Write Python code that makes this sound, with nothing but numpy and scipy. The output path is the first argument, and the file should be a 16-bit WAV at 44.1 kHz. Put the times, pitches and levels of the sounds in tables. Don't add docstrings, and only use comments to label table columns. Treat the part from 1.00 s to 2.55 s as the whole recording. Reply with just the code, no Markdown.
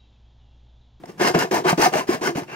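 import sys
import numpy as np
from scipy import signal
from scipy.fft import rfft, irfft
from scipy.io import wavfile
from scipy.ndimage import uniform_filter1d, map_coordinates

SR = 44100
rng = np.random.default_rng(int(sys.argv[2]) if len(sys.argv) > 2 else 0)


def log_audio(samples):
    frames = np.atleast_2d(samples).T
    limited = np.clip(frames, -1, 1)
    pcm = np.round(limited * 32767).astype(np.int16)
    wavfile.write(sys.argv[1], SR, pcm)


N = 68355

# frequency in Hz, relative level in dB.
AIR_COLOUR = [(25, -17), (60, -13), (130, -1), (360, -1.5), (700, -14), (2000, -23), (5000, -31),
              (16000, -41)]
CLACK_COLOUR = [(25, -42), (50, -26.5), (90, -8.5), (150, 3), (350, 1), (900, -6.5), (2500, -20),
                (8000, -36), (16000, -68)]
SCRAPE_COLOUR = [(30, -46.5), (80, -16), (150, -2), (350, 4), (900, -6), (2500, -15), (8000, -28.5),
                 (16000, -86)]
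RASP_COLOUR = [(100, -37.5), (500, -6.5), (850, 5.5), (1250, -1), (1620, 3.5), (1850, -3.5), (2350, -4.5),
               (2800, -5.5), (3200, -8), (3600, -18), (4200, -13.5), (6000, -20), (16000, -63)]
HISS_COLOUR = [(500, -14), (2500, -10), (3700, -6), (4300, 1.5), (5300, 1), (6500, -0.5), (8200, -6),
               (11000, -8.5), (15500, -11)]
# start in seconds, level in dB, pitch in Hz, seconds to fade by 60 dB,
# build-up in seconds, clack level against the ring in dB.
BLADE_SNAGS = [(.036, -23.5, 711, 0.042, 0.0018, -10.5), (.037, -32, 359, .05, .002, -15),
               (0.086, -32, 178, .1, 0.0034, -11), (.094, -25, 363, 0.043, 0.0023, -14),
               (.176, -32.5, 188, 0.14, 0.0061, -9), (.198, -16, 376, 0.064, 0.0022, -12),
               (.211, -7.5, 367, 0.13, 0.0046, -12), (.300, -13.5, 372.5, 0.08, 0.0025, -15),
               (.305, -17, 748, 0.055, 0.0016, -14), (.345, -14, 316, 0.1, 0.003, -12),
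               (.355, -10, 179, 0.043, 0.0018, -8), (.357, -14.5, 262, 0.072, 0.0047, -30),
               (.368, -12, 337, .06, 0.0029, -23), (.511, -12.5, 369, 0.033, 0.0019, -30),
               (.62, -25, 378, .07, .003, -9), (.652, -10.5, 368.5, 0.15, 0.0068, -19),
               (.727, -6.5, 173, 0.06, 0.0057, -16), (.729, -5, 714, 0.032, 0.00091, -16),
               (.779, -10, 326.7, 0.05, 0.0016, -30), (.796, -8, 342, 0.038, 0.00068, -19),
               (.825, -6, 905, 0.056, 0.0032, -24), (.859, 1.5, 735, 0.068, 0.0051, -36),
               (.874, -14, 387, 0.059, 0.0014, -12), (.918, -22.5, 614.6, .1, 0.0055, -12),
               (.955, -8.5, 622.5, 0.087, 0.0029, -12), (1.008, -15.5, 1020, 0.057, 0.0016, -29),
               (1.091, -0.5, 356.7, 0.037, 0.0024, -18), (1.214, -19.5, 335, 0.058, 0.00099, -13),
               (1.29, -17.5, 342, 0.23, 0.015, -5.5), (1.356, -16, 161, 0.043, 0.0025, -8.5),
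               (1.377, -13.5, 283, 0.062, 0.0017, -12), (1.42, -25, 355.9, 0.051, 0.0025, -2)]
# start in seconds, rasp level in dB, hiss level in dB, decay in seconds.
CHIP_CRACKS = [(0.056, -38.5, -41, 0.004), (.179, -45, -49, 0.026), (.271, -16, -23, 0.019),
               (.345, -17, -29.5, 0.011), (.388, -21, -22.5, 0.0082), (0.422, -22.5, -33, 0.015),
               (.511, -35, -27, .003), (.542, -23, -23, .006), (0.692, -16, -23, 0.006),
               (0.815, -30, -16, .006), (0.834, -33, -15, 0.0037), (0.936, -17, -39.5, .011),
               (1.073, -38, -46, 0.0063), (1.215, -33, -34, 0.0035), (1.269, -20, -38, 0.0064),
               (1.353, -27, -51, 0.0061), (1.384, -37, -30, 0.0048), (1.431, -38.5, -46.5, 0.011)]
# start, rise and hold in seconds, tooth, rasp and hiss levels in dB,
# top rate in teeth a second, mid-stroke swell of the chips in dB, singing pitch in Hz, its boost in dB.
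SAW_STROKES = [ (.068, 0.0069, 0.031, -44.5, -44.5, -50, 498, 16, 1600, 1),
               (0.191, 0.019, 0.09, -21, -20.5, -29.5, 1101, 3.5, 1710, 2.5),
               (.338, 0.0027, 0.099, -21, -23, -31, 1456, 29.5, 1500, 3.5),
               (.509, 0.0052, 0.073, -20.5, -26.5, -32.5, 901.3, 2.5, 920, 5),
               (0.637, 0.013, 0.072, -22.5, -17, -27.5, 1607, 24, 1420, 2),
               (0.773, 0.0073, 0.089, -21.5, -17, -22.5, 1548, 14, 799.2, 3.5),
               (0.922, 0.0099, 0.079, -25.5, -24.5, -31, 702, 8.5, 710, 9),
               (1.068, 0.03, .082, -24.5, -29, -34.5, 1095, 2.5, 2170, 1.5),
               (1.208, 0.012, 0.079, -24.5, -26.5, -32.5, 1507, 8.5, 1451, 2),
               (1.348, 0.0063, 0.044, -28, -31.5, -38, 599.5, 8.5, 2430, 4),
               (1.47, 0.061, 0.076, -36.5, -37.5, -51.5, 1177, -7.5, 2450, 8)]
# pitch in Hz, width in Hz, relative level in dB.
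BODY_TONES = [(167, 27, -8), (278, 23, -10), (370.4, 25.3, 4), (469, 52, -2.5), (656.5, 68, -2.5),
              (735, 63, -2), (905, 11, -33), (1020, 127, -8.5), (1130, 70, -13)]
BLADE_TONES = [(901, 31, -1), (987, 28, 0.5), (1202.5, 33, 4.5), (1455, 15, -6), (1623, 35, -10.5),
               (1797, 52, 3.5), (2108, 80, 1.5), (2738, 56, 3), (2860, 13, -24), (5000, 48, 2),
               (5550, 74, -3), (5470, 48, -5), (6080, 72, 3.5)]
# frequency in Hz, typical rise or dip in dB.
RIPPLE_DEPTHS = [(500, 1.5), (1500, 2), (4500, 3), (12000, 3.5)]
# frequency in Hz, lead in radians.
LEFT_EAR_LEAD = [(150, 0.035), (380, 0.9), (750, 1.23), (1300, 2.27), (2000, 1.18), (3500, 1.58),
                 (5500, 1.8), (15000, 1.5)]
# frequency in Hz, seconds to fade by 60 dB.
ECHO_TIMES = [(200, 0.12), (2000, 0.26), (10000, 0.37)]


def amp(db):
    return 10 ** (np.asarray(db) / 20)


def unit(x):
    return x / np.sqrt(np.mean(x ** 2) + 1e-20)


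def along(points, hz):
    freqs, values = np.transpose(points)
    return np.interp(np.log(hz + 1), np.log(freqs + 1), values)


def wobble(per_second):
    return map_coordinates(rng.standard_normal(N), [np.arange(N) * per_second / SR])


def filtered(x, response):
    return irfft(rfft(x, 2 * N) * response(np.fft.rfftfreq(2 * N, 1 / SR)), 2 * N)[..., :N]


def coloured(x, colour):
    def response(hz):
        cepstrum = irfft(np.log(unit(amp(along(colour, hz)))))
        cepstrum[1:N] *= 2
        cepstrum[N + 1:] = 0
        return np.exp(rfft(cepstrum))
    return filtered(x, response)


def resonances(hz, tones):
    return [amp(db) * 1j * hz * width / (pitch ** 2 - hz ** 2 + 1j * hz * width)
            for pitch, width, db in tones]


def outdoor_air():
    return coloured(rng.standard_normal(N) + .5 * rng.standard_normal((2, N)), AIR_COLOUR)


def snags():
    clack_decay_s = 0.0068
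    ring, clack = np.zeros((2, N))
    for start, db, hz, fade_s, build_s, clack_db in BLADE_SNAGS:
        t = np.maximum(np.arange(N) / SR - start, 0)
        level = amp(db - 60 * t / fade_s) * (1 - np.exp(-t / build_s))
        ring += level * np.sin(2 * np.pi * hz * t)
        clack += amp(db + clack_db) * (t > 0) * np.exp(-t / clack_decay_s)
    return ring + coloured(clack * rng.standard_normal(N), CLACK_COLOUR)


def cracks():
    break_s = 0.00087
    rasp, hiss = np.zeros((2, N))
    for start, rasp_db, hiss_db, decay_s in CHIP_CRACKS:
        t = np.maximum(np.arange(N) / SR - start, 0)
        burst = (1 - np.exp(-t / break_s)) * np.exp(-t / decay_s)
        rasp += amp(rasp_db) * burst
        hiss += amp(hiss_db) * burst
    return rasp, hiss


def crackle(bites):
    chips_per_s, scatter_db, tooth_share = 6000, 5, 0.38
    sizes = rng.choice([-1, 1], N) * amp(scatter_db * np.clip(rng.standard_normal(N), -2, 2))
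    grains = unit(sizes * (rng.random(N) < chips_per_s / SR))
    return unit(tooth_share * bites + (1 - tooth_share) * grains)


def blade_ring(x):
    sing_width_octaves = 0.14
    x = filtered(x, lambda hz: 1 + sum(resonances(hz, BLADE_TONES)))
    starts = [stroke[0] for stroke in SAW_STROKES]
    stroke_now = np.maximum(np.searchsorted(starts, np.arange(N) / SR) - 1, 0)
    hz = np.arange(0, SR / 2, 90)
    out = np.zeros_like(x)
    for k, (*_, sing_hz, sing_db) in enumerate(SAW_STROKES):
        octaves_away = np.log2((hz + 1) / sing_hz)
        sing = sing_db * np.exp(-(octaves_away / sing_width_octaves) ** 2 / 2)
        ripple = along(RIPPLE_DEPTHS, hz) * np.clip(rng.standard_normal(len(hz)), -2, 2)
        out += coloured(x * (stroke_now == k), np.column_stack([hz, sing + ripple]))
    return out


def hand():
    chip_fade_db_per_s, tooth_fade_db_per_s, run_out_s = 535, 411, .035
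    rate, teeth, rasp, hiss = np.zeros((4, N))
    for start, rise, hold, tooth_db, rasp_db, hiss_db, top_rate, swell_db, *_ in SAW_STROKES:
        t = np.arange(N) / SR - start
        length = hold + run_out_s
        speed = np.sin(np.pi * np.clip(t / length, 0, 1))
        pressure = np.clip(t / rise, 0, 1)
        since_hold = np.maximum(t - hold, 0)
        swell = np.sin(np.pi * (np.clip(t, 0, hold) / length) ** 1.17)
        cutting = pressure * amp(swell_db * (swell - 1) - chip_fade_db_per_s * since_hold)
        rate = np.maximum(rate, top_rate * speed)
        teeth += pressure * amp(tooth_db - tooth_fade_db_per_s * since_hold)
        rasp += cutting * amp(rasp_db)
        hiss += cutting * amp(hiss_db)
    return np.maximum(rate, 300), teeth, rasp, hiss


def tooth_bites(rate):
    jitter_gaps, scatter_db = .11, 6.5
    passed = np.cumsum(rate) / SR
    timing, strength = rng.standard_normal((4000, 2))[:int(passed[-1])].T
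    places = np.arange(len(timing)) + jitter_gaps * timing
    at = np.interp(places, passed, np.arange(N)).astype(int)
    sizes = amp(scatter_db * np.clip(strength, -2, 2)) / np.sqrt(rate[at])
    bites = np.bincount(at, sizes, N)
    return unit(bites - uniform_filter1d(bites, size=400))


def body_ring(x):
    def response(hz):
        total = sum((-1) ** k * tone for k, tone in enumerate(resonances(hz, BODY_TONES)))
        return total / np.sqrt(np.mean(abs(total) ** 2))
    return filtered(x, response)


def sawing():
    judder_db, clump_db, scrape_db, chips_db = 1, 1.5, -3.5, -2
    body_spread_db, chip_spread_db = -13.5, -5.5
    rate, teeth, rasp_gain, hiss_gain = hand()
    rasp_gain, hiss_gain = np.hypot([rasp_gain, hiss_gain], cracks())
    judder = unit(amp(judder_db * wobble(per_second=130)))
    clumps = unit(np.sqrt(judder) * amp(clump_db * wobble(per_second=170)))
    rings, chips = [], []
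    for part in range(2):
        bites = tooth_bites(rate)
        scrape = coloured(teeth * crackle(bites=0), SCRAPE_COLOUR)
        rings.append(body_ring(teeth * judder * bites) + amp(scrape_db) * scrape)
        rasp = coloured(rasp_gain * judder * crackle(bites), RASP_COLOUR)
        hiss = coloured(hiss_gain * clumps * crackle(tooth_bites(rate)), HISS_COLOUR)
        chips.append(rasp + hiss)
    chips = amp(chips_db) * blade_ring(np.array(chips))
    return rings[0] + chips[0], amp(body_spread_db) * rings[1] + amp(chip_spread_db) * chips[1]


def yard_echo(x):
    hz, t, noise = signal.stft(rng.standard_normal((2, SR // 2)), SR, nperseg=256)
    fade = amp(-60 * t / along(ECHO_TIMES, hz)[:, None])
    _, tail = signal.istft(noise * fade, SR, nperseg=256)
    tail /= np.linalg.norm(tail, axis=1, keepdims=True)
    return signal.fftconvolve(x[None], tail, axes=1)[:, :N]


def scene():
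    left_louder_db, echo_db, air_db = 0.73, -17, -49.5
    side = np.array([[1], [-1]])
    shared, spread = sawing()
    cut = shared + snags()
    direct = filtered(cut + side * spread, lambda hz: np.exp(.5j * along(LEFT_EAR_LEAD, hz) * side))
    air = amp(air_db) * outdoor_air()
    echo = amp(echo_db) * yard_echo(cut)
    return amp(left_louder_db * side / 2) * (direct + echo) + air


def record(dry):
    top_hz = 15750
    return filtered(dry, lambda hz: hz < top_hz)


dry = scene()
out = record(dry)
log_audio(out)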